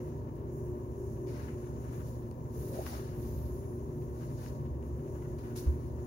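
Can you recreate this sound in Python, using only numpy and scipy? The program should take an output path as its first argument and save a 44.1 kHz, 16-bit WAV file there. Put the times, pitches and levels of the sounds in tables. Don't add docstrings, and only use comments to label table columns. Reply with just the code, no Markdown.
import sys
import numpy as np
from scipy import signal
from scipy.fft import rfft, irfft, next_fast_len
from scipy.io import wavfile
from scipy.ndimage import uniform_filter1d

SR = 44100
rng = np.random.default_rng(int(sys.argv[2]) if len(sys.argv) > 2 else 0)


def master(y):
    cut = np.clip(np.atleast_2d(y).T, -1, 1)
    pcm = np.round(cut * 32767)
    wavfile.write(sys.argv[1], SR, pcm.astype(np.int16))


N = 267246
T = np.arange(N) / SR
FFT_SIZE = next_fast_len(N + SR)
LOG_HZ = np.log(np.arange(FFT_SIZE // 2 + 1) * SR / FFT_SIZE + 1)
HZ = np.exp(LOG_HZ)


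def undb(db):
    return 10 ** (np.asarray(db) / 20)


def level(x, db):
    return x * undb(db) / np.sqrt(np.mean(x ** 2))


def along(table, axis=1):
    table = np.array(table, float)
    return np.interp(LOG_HZ, np.log(table[:, 0]), table[:, axis])


def colour(x, gain):
    return irfft(rfft(x, FFT_SIZE) * gain, FFT_SIZE)[..., :N]


def walk(rate):
    hold = int(SR / rate)
    steps = np.repeat(rng.standard_normal(N // hold + 1), hold)
    return 1.3 * uniform_filter1d(uniform_filter1d(steps, hold), hold)[:N]


def ring(x, hz, t60):
    pole = np.exp(2j * np.pi * hz / SR - np.log(1000) / (t60 * SR))
    return signal.lfilter([1], [1, -pole], x).imag


MOTOR_HZ = 119.97
# (multiple of MOTOR_HZ, mean level [dB])
HUM_LINES = [(1, -45.5), (2, -54.5), (4, -64.5), (5, -70.5), (6, -73)]
# (time [s], mean level of the third hum line [dB], mean level of the two lowest modes [dB])
SLOW_SWELLS = [(0, -50, -49), (.7, -48, -45), (1.4, -50, -47.5), (2.1, -54.5, -46), (2.8, -52, -45.5),
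               (3.4, -46, -43), (3.9, -46.5, -47), (4.5, -54.5, -45), (5.1, -48.5, -48), (6.06, -48.5, -46)]
THIRD_FADES_PER_S, THIRD_FADE_DEPTH = 14, .45
LOW_SWELL_DB = 2
# (frequency [Hz], relative level [dB per Hz])
AIR_SPECTRUM = [(15, -43), (25, -17), (127, -4.5), (190, -10), (373, -8), (439, -20), (607, -19),
                (818, -38), (936, -22.5), (1400, -43), (3340, -58.5), (6740, -64), (8360, -55.5),
                (9570, -71), (16000, -48)]
AIR_DB = -46.5
# (frequency [Hz], width [Hz], level [dB])
ROOM_MODES = [(59.6, 2.1, -52), (72.7, 7.1, -48), (94.4, 22, -49.5), (118.4, 6.4, -55), (144.64, 5.6, -49),
              (156.8, 2.1, -55), (230.8, 9.3, -53.5), (257.8, 9, -57.5), (286, 11, -58), (303, 5.3, -63.5),
              (328.1, 5.4, -56.5), (359.3, 7.7, -54.5), (395.05, 6, -50), (437, 25, -61.5),
              (490, 70, -63.5), (531, 23.6, -64), (603.6, 34.5, -64.5), (766, 41, -70.5), (938, 117, -64.5),
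              (1073, 115, -68), (1740, 170, -81.5)]


def fan():
    times, *columns = np.transpose(SLOW_SWELLS)
    third_db, low_db = (np.interp(T, times, column) for column in columns)
    fade = np.abs(1 + THIRD_FADE_DEPTH * walk(THIRD_FADES_PER_S))
    third_db = third_db + 20 * np.log10(fade + 0.0008)
    low_db = low_db + LOW_SWELL_DB * walk(2.97)

    hum = 0
    for multiple, db in HUM_LINES + [(3, third_db)]:
        turns = multiple * MOTOR_HZ * T + rng.random() + .04 * walk(12)
        amplitude = np.sqrt(2) * undb(db + 0.46 * walk(7.3))
        hum = hum + amplitude * np.sin(2 * np.pi * turns)

    powers = []
    for mode_hz, width, db in ROOM_MODES:
        powers.append(undb(db) ** 2 / width / (1 + ((HZ - mode_hz) * 2 / width) ** 4))
    low_gain = np.sqrt(sum(powers[:2]) * SR / 2)
    upper_gain = np.sqrt(sum(powers[2:]) * SR / 2)
    low_modes = level(colour(rng.standard_normal((2, N)), low_gain), 0)
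    upper_modes = colour(rng.standard_normal((2, N)), upper_gain)
    air = level(colour(rng.standard_normal((2, N)), undb(along(AIR_SPECTRUM))), AIR_DB)
    return hum + undb(low_db) * low_modes + upper_modes + air


def fibres(spectrum, scatter_db, flutter_db, rate):
    size = np.minimum(rng.exponential(size=N), 5)
    snags = rng.standard_normal((2, N)) * undb(scatter_db * size + flutter_db * walk(rate))
    return level(colour(snags, undb(along(spectrum))), 0)


# each (frequency [Hz], relative level [dB per Hz])
HISS_SPECTRUM = [(3000, -28), (7000, -3), (9000, -1), (11000, -4.5), (13000, -1), (16000, -10.5)]
NAP_SPECTRUM = [(6000, -29), (10000, -12.5), (12500, -7.5), (16000, -8)]
RASP_SPECTRUM = [(3500, -20.5), (5000, -9), (6000, -1.5), (7000, 2), (10000, -41)]
GRIT_SPECTRUM = [(1500, -8), (2800, -9.5), (3600, 0), (4600, 0), (5600, -1.5), (7000, -16)]
DRAG_SPECTRUM = [(200, -21), (500, -1.5), (1000, 1.5), (1700, -2), (2500, -10), (3500, -11.5),
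                 (6000, -30.5)]
# (time at full speed [s], rise [s per 10 dB], hold [s], fall [s per 10 dB], fibre hiss [dB],
#  fine nap [dB re hiss], grit [dB re hiss], heavy drag [dB re hiss])
CLOTH_SHUFFLES = [(0.0, .05, .02, 0.3, -73, -2, -5, 3.5), (0.356, -1.3, 0.0088, 0, -79, -5, -7, 3),
                  (0.53, .04, .04, .3, -73, 2, -20, -4), (1.034, 0.15, 0.11, 0.2, -73, -1, -9, -29),
                  (1.272, .008, .1, 0.26, -71, -10, 3, 4), (1.4, .06, 0.08, 0.06, -72.5, -6, 4, 11),
                  (1.67, 0.74, 0.0089, -0.8, -72, -17, -14.5, 3.5),
                  (1.877, 0.3, .005, 0, -69.5, -6, -8, 7.5), (1.929, 0.03, 0.084, -0.1, -68.5, 0, -3, 6.5),
                  (2.076, 0.14, 0.022, 0.23, -70, 2, -1, 2), (2.595, 0.09, 0.1, 0.18, -64, 4.5, -4.5, -2.5),
                  (2.751, 0.05, 0.047, 0.16, -63.5, 4, 2, 5), (2.821, -0.04, 0.02, 0.06, -65, 7, 3, 7),
                  (2.863, -0.03, 0.01, 0.0738, -59.5, 3.5, 3.5, 5.5),
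                  (2.91, .03, 0.069, 0.07, -62, -2, 2, 5.5), (3.06, 0.06, 0.025, 0.37, -73.5, 1, 3, 6),
                  (3.222, 0.14, .06, 0.26, -69, 4.5, 1.5, 0.5),
                  (3.53, 0.3, 0.065, 0.23, -72, 0, -8.5, -4.5),
                  (4.01, 0.6, 0.0085, 0.5, -75.5, 2, -19, -22.5),
                  (4.22, 0.06, 0.024, -0.13, -72.5, -4, 2, 7), (4.3, 0.1, .02, .06, -82, -6, -5, 7),
                  (4.376, 0.28, 0.048, 0.16, -69, -3, -2, -5), (4.44, 0.07, 0.036, 0.07, -65.5, -3, 2, 6),
                  (4.838, 0, 0.037, -0.5, -78, 0, -5, -3), (5.15, 0.4, 0.02, 1, -73, -1.5, -6, 2),
                  (5.388, .01, 0.017, .05, -76, -5, 8, 5), (5.562, .005, 0.025, .045, -54, -5, 2, -12),
                  (5.435, -0.13, 0.028, 0.3, -75.5, 1.5, -4, 11.5),
                  (5.626, -0.1, 0.021, 0.25, -71, -5, -3.5, 2.5),
                  (6.027, 0.1, .02, 4, -73.5, -5.5, -2.5, 4.5)]
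# (hiss [dB], nap [dB], grit [dB], drag [dB])
STIRRING = (-99, -85, -83.5, -71.5)
STILL_S, STILL_WIDTH_S, STILL_DB = 1.93, 0.36, -13
RASP_DB, RASP_HISS_DB, RASP_GROWTH = -74, -74, 0.7


def cloth():
    stillness_db = STILL_DB * np.exp(-((T - STILL_S) / STILL_WIDTH_S) ** 2)
    power = undb(np.array(STIRRING)[:, None] + stillness_db) ** 2
    for s, rise, hold, fall, db, nap_db, grit_db, drag_db in CLOTH_SHUFFLES:
        before = np.maximum(s - T, 0) / max(rise, .005)
        after = np.maximum(T - s - hold, 0) / max(fall, .04)
        speed_db = -10 * (before + after)
        layer_db = db + np.array([[0], [nap_db], [grit_db], [drag_db]])
        power = power + undb(layer_db) ** 2 * undb(speed_db) ** 2
    hiss, nap, grit, drag = np.sqrt(power)
    rasp = undb(RASP_DB) * (hiss / undb(RASP_HISS_DB)) ** RASP_GROWTH

    rub = hiss * fibres(HISS_SPECTRUM, 3.0, 1.0, 40)
    rub += nap * fibres(NAP_SPECTRUM, 4.5, 1.4, 40)
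    rub += rasp * fibres(RASP_SPECTRUM, 3.3, 0.98, 40)
    rub += grit * fibres(GRIT_SPECTRUM, 3.2, 1.6, 40)
    rub += drag * fibres(DRAG_SPECTRUM, 3.0, 2.0, 60)
    return rub


# (time [s], force of the push [dB], length of the push [s])
HEEL_LANDINGS = [(0.88, -36.5, 0.0067), (2.63, -40, 0.0072), (2.929, -38, 0.0071), (3.4, -37.5, 0.0077),
                 (3.819, -44, 0.012), (4.061, -39, 0.0089), (4.689, -34.5, 0.0089), (5.291, -37, 0.0094),
                 (5.66, -20, 0.0064)]
FLOOR_HZ, FLOOR_T60_S = 71.5, .125
LINGER_HZ, LINGER_T60_S, LINGER_DB = 76, .6, -21


def heels():
    force = np.zeros(N)
    for s, db, push in HEEL_LANDINGS:
        shape = np.hanning(int(push * SR))
        start = int(s * SR)
        force[start:start + len(shape)] += undb(db) * shape / shape.sum()
    peak = FLOOR_T60_S * SR / (2 * np.e * np.log(1000))
    joists = ring(force, FLOOR_HZ, FLOOR_T60_S)
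    floor = ring(joists, FLOOR_HZ, FLOOR_T60_S) / peak
    return floor + undb(LINGER_DB) * ring(floor, LINGER_HZ, LINGER_T60_S) / (2 * peak)


def glide(table, width_hz, broken_db, rate):
    times, centre_hz, db = np.transpose(table)
    phase = 2 * np.pi * np.cumsum(np.interp(T, times, centre_hz)) / SR
    lowpass = 1 / (1 + (HZ * 2 / width_hz) ** 4)
    rows = []
    for _ in range(2):
        band = colour(rng.standard_normal((2, N)), lowpass)
        rows.append(band[0] * np.cos(phase) + band[1] * np.sin(phase))
    path_db = np.interp(T, times, db, left=-120, right=-120)
    return level(np.array(rows), 0) * undb(path_db + broken_db * walk(rate))


# (time [s], centre [Hz], mean level [dB])
SCUFF_PATH = [(1.262, 1800, -88), (1.272, 1800, -69), (1.33, 1800, -70), (1.4, 1600, -64),
              (1.47, 1600, -67), (1.54, 2300, -74), (1.58, 2300, -88)]


def scuff():
    return glide(SCUFF_PATH, width_hz=1700, broken_db=3.5, rate=90)


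# (frequency [Hz], width [Hz], relative level [dB])
TILE_MODES = [(1130, 100, -2), (1300, 100, -2), (1660, 150, 3), (2000, 200, -4), (2400, 300, -6),
              (2900, 500, -6), (3500, 700, -5), (4500, 800, -4), (6500, 2000, -6), (10000, 3000, -15)]
# (time [s], peak level [dB], brightness [dB per octave], left minus right [dB], scrape [s])
TILE_CONTACTS = [(1.271, -58, -9, 5, .015), (1.4, -50, -10, 3, .001), (2.265, -66, 4, 2, .0005),
                 (2.313, -49, 6, 11, 0.00057), (2.8659, -31.5, -7, 1, .0001), (4.02, -62, 2, 4, .008),
                 (4.208, -56, -7, 8, .025), (4.3, -60, -6, 4, .01), (4.42, -55, -6, 3, .004),
                 (4.462, -40, -3, 2, .0001), (4.828, -55, 7, 6, .001), (5.22, -53, -12, -6.5, 0.0096),
                 (5.386, -54, 2, 6, .012), (5.556, -56, 3, 0, .025), (5.67, -56, -8, 0, 0.0075)]


def ticks_and_scuffs():
    out = np.zeros((2, N))
    t = T[:SR // 5]
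    for s, db, bright_db, pan_db, scrape in TILE_CONTACTS:
        modes = 0
        for hz, width, mode_db in TILE_MODES:
            gain = undb(mode_db + bright_db * np.log2(hz / 2000)) * width
            modes = modes + gain * np.sin(2 * np.pi * hz * t) * np.exp(-np.pi * width * t)
        contact = rng.standard_normal(len(t)) * np.exp(-t / scrape)
        contact[0] = 3
        sound = signal.fftconvolve(contact, modes)[:len(t)]
        sides_db = db + np.array([[pan_db], [-pan_db]]) / 2
        start = int(s * SR)
        out[:, start:start + len(t)] += undb(sides_db) * sound / np.abs(sound).max()
    return out


# (time [s], hollow [Hz], mean level [dB])
BUNCH_PATH = [(2.55, 283, -58), (2.62, 290, -47), (2.7, 300, -49), (2.74, 450, -49), (2.77, 490, -45),
              (2.8, 500, -47), (2.815, 780, -51), (2.84, 780, -53), (2.87, 750, -59), (2.96, 700, -56),
              (3.0, 650, -64)]


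def bunching():
    return glide(BUNCH_PATH, width_hz=430, broken_db=3.5, rate=70)


# (time [s], centre [Hz], mean level [dB])
SWISH_PATH = [(3.19, 14000, -88), (3.25, 13800, -70), (3.32, 13300, -65), (3.45, 12300, -68),
              (3.6, 11300, -72.5), (3.75, 10300, -79), (3.85, 9800, -90)]


def swish():
    return glide(SWISH_PATH, width_hz=3000, broken_db=1.2, rate=40)


# (frequency [Hz], likeness [0-1], phase by which left leads [rad])
PORT_LIKENESS = [(62.4, 0.98, 0.51), (304, 0.95, 0.17), (573, 0.91, 0.52), (857, 0.44, 3.07),
                 (1600, 0.75, 4.06), (2470, 0, 3.7), (3980, 0.08, 4.9), (16000, 0, 7.9)]


def pair(x):
    like = np.clip(along(PORT_LIKENESS), 0, .999)
    lag = np.exp(-1j * along(PORT_LIKENESS, axis=2))
    right = colour(x[0], like * lag) + colour(x[1], np.sqrt(1 - like ** 2))
    return np.array([x[0], right])


TAIL_T60_S, TAIL_DB = .25, -9


def tail(x):
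    t = T[:SR // 2]
    decay = np.exp(-np.log(1000) * t / TAIL_T60_S)
    walls = rng.standard_normal((2, len(t))) * decay * (t > .003)
    walls *= undb(TAIL_DB) / np.sqrt(np.sum(walls ** 2, axis=1, keepdims=True))
    return x + signal.fftconvolve(x, walls, axes=1)[:, :N]


def scene():
    rubs = pair(cloth() + scuff() + swish())
    return tail(rubs + ticks_and_scuffs()) + pair(fan() + heels() + bunching())


# (frequency [Hz], left gain [dB], right gain [dB])
PORT_COLOUR = [(60, 0, 0), (373, 0, -2), (846, 2, 4), (1310, 4.5, -5.5), (1850, 5, -6.5), (2920, 3.5, 3),
               (3250, -2, -6.5), (6500, 4.5, -0.5), (7700, 1, -24), (8200, -8, -22), (9000, -16, 4.5),
               (9400, -0.5, 10.5), (12700, -2, 1.5), (17100, 7, 7.5)]
BASS_CUT_HZ, TOP_HZ = 29, 15760


def record(dry):
    dry = dry * np.minimum(T / .004, 1)
    heard = colour(dry, undb([along(PORT_COLOUR), along(PORT_COLOUR, axis=2)]))
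    bass_cut = signal.butter(2, BASS_CUT_HZ, "high", fs=SR, output="sos")
    top_cut = signal.ellip(12, .2, 80, TOP_HZ, fs=SR, output="sos")
    return signal.sosfilt(top_cut, signal.sosfilt(bass_cut, heard))


dry = scene()
out = record(dry)
master(out)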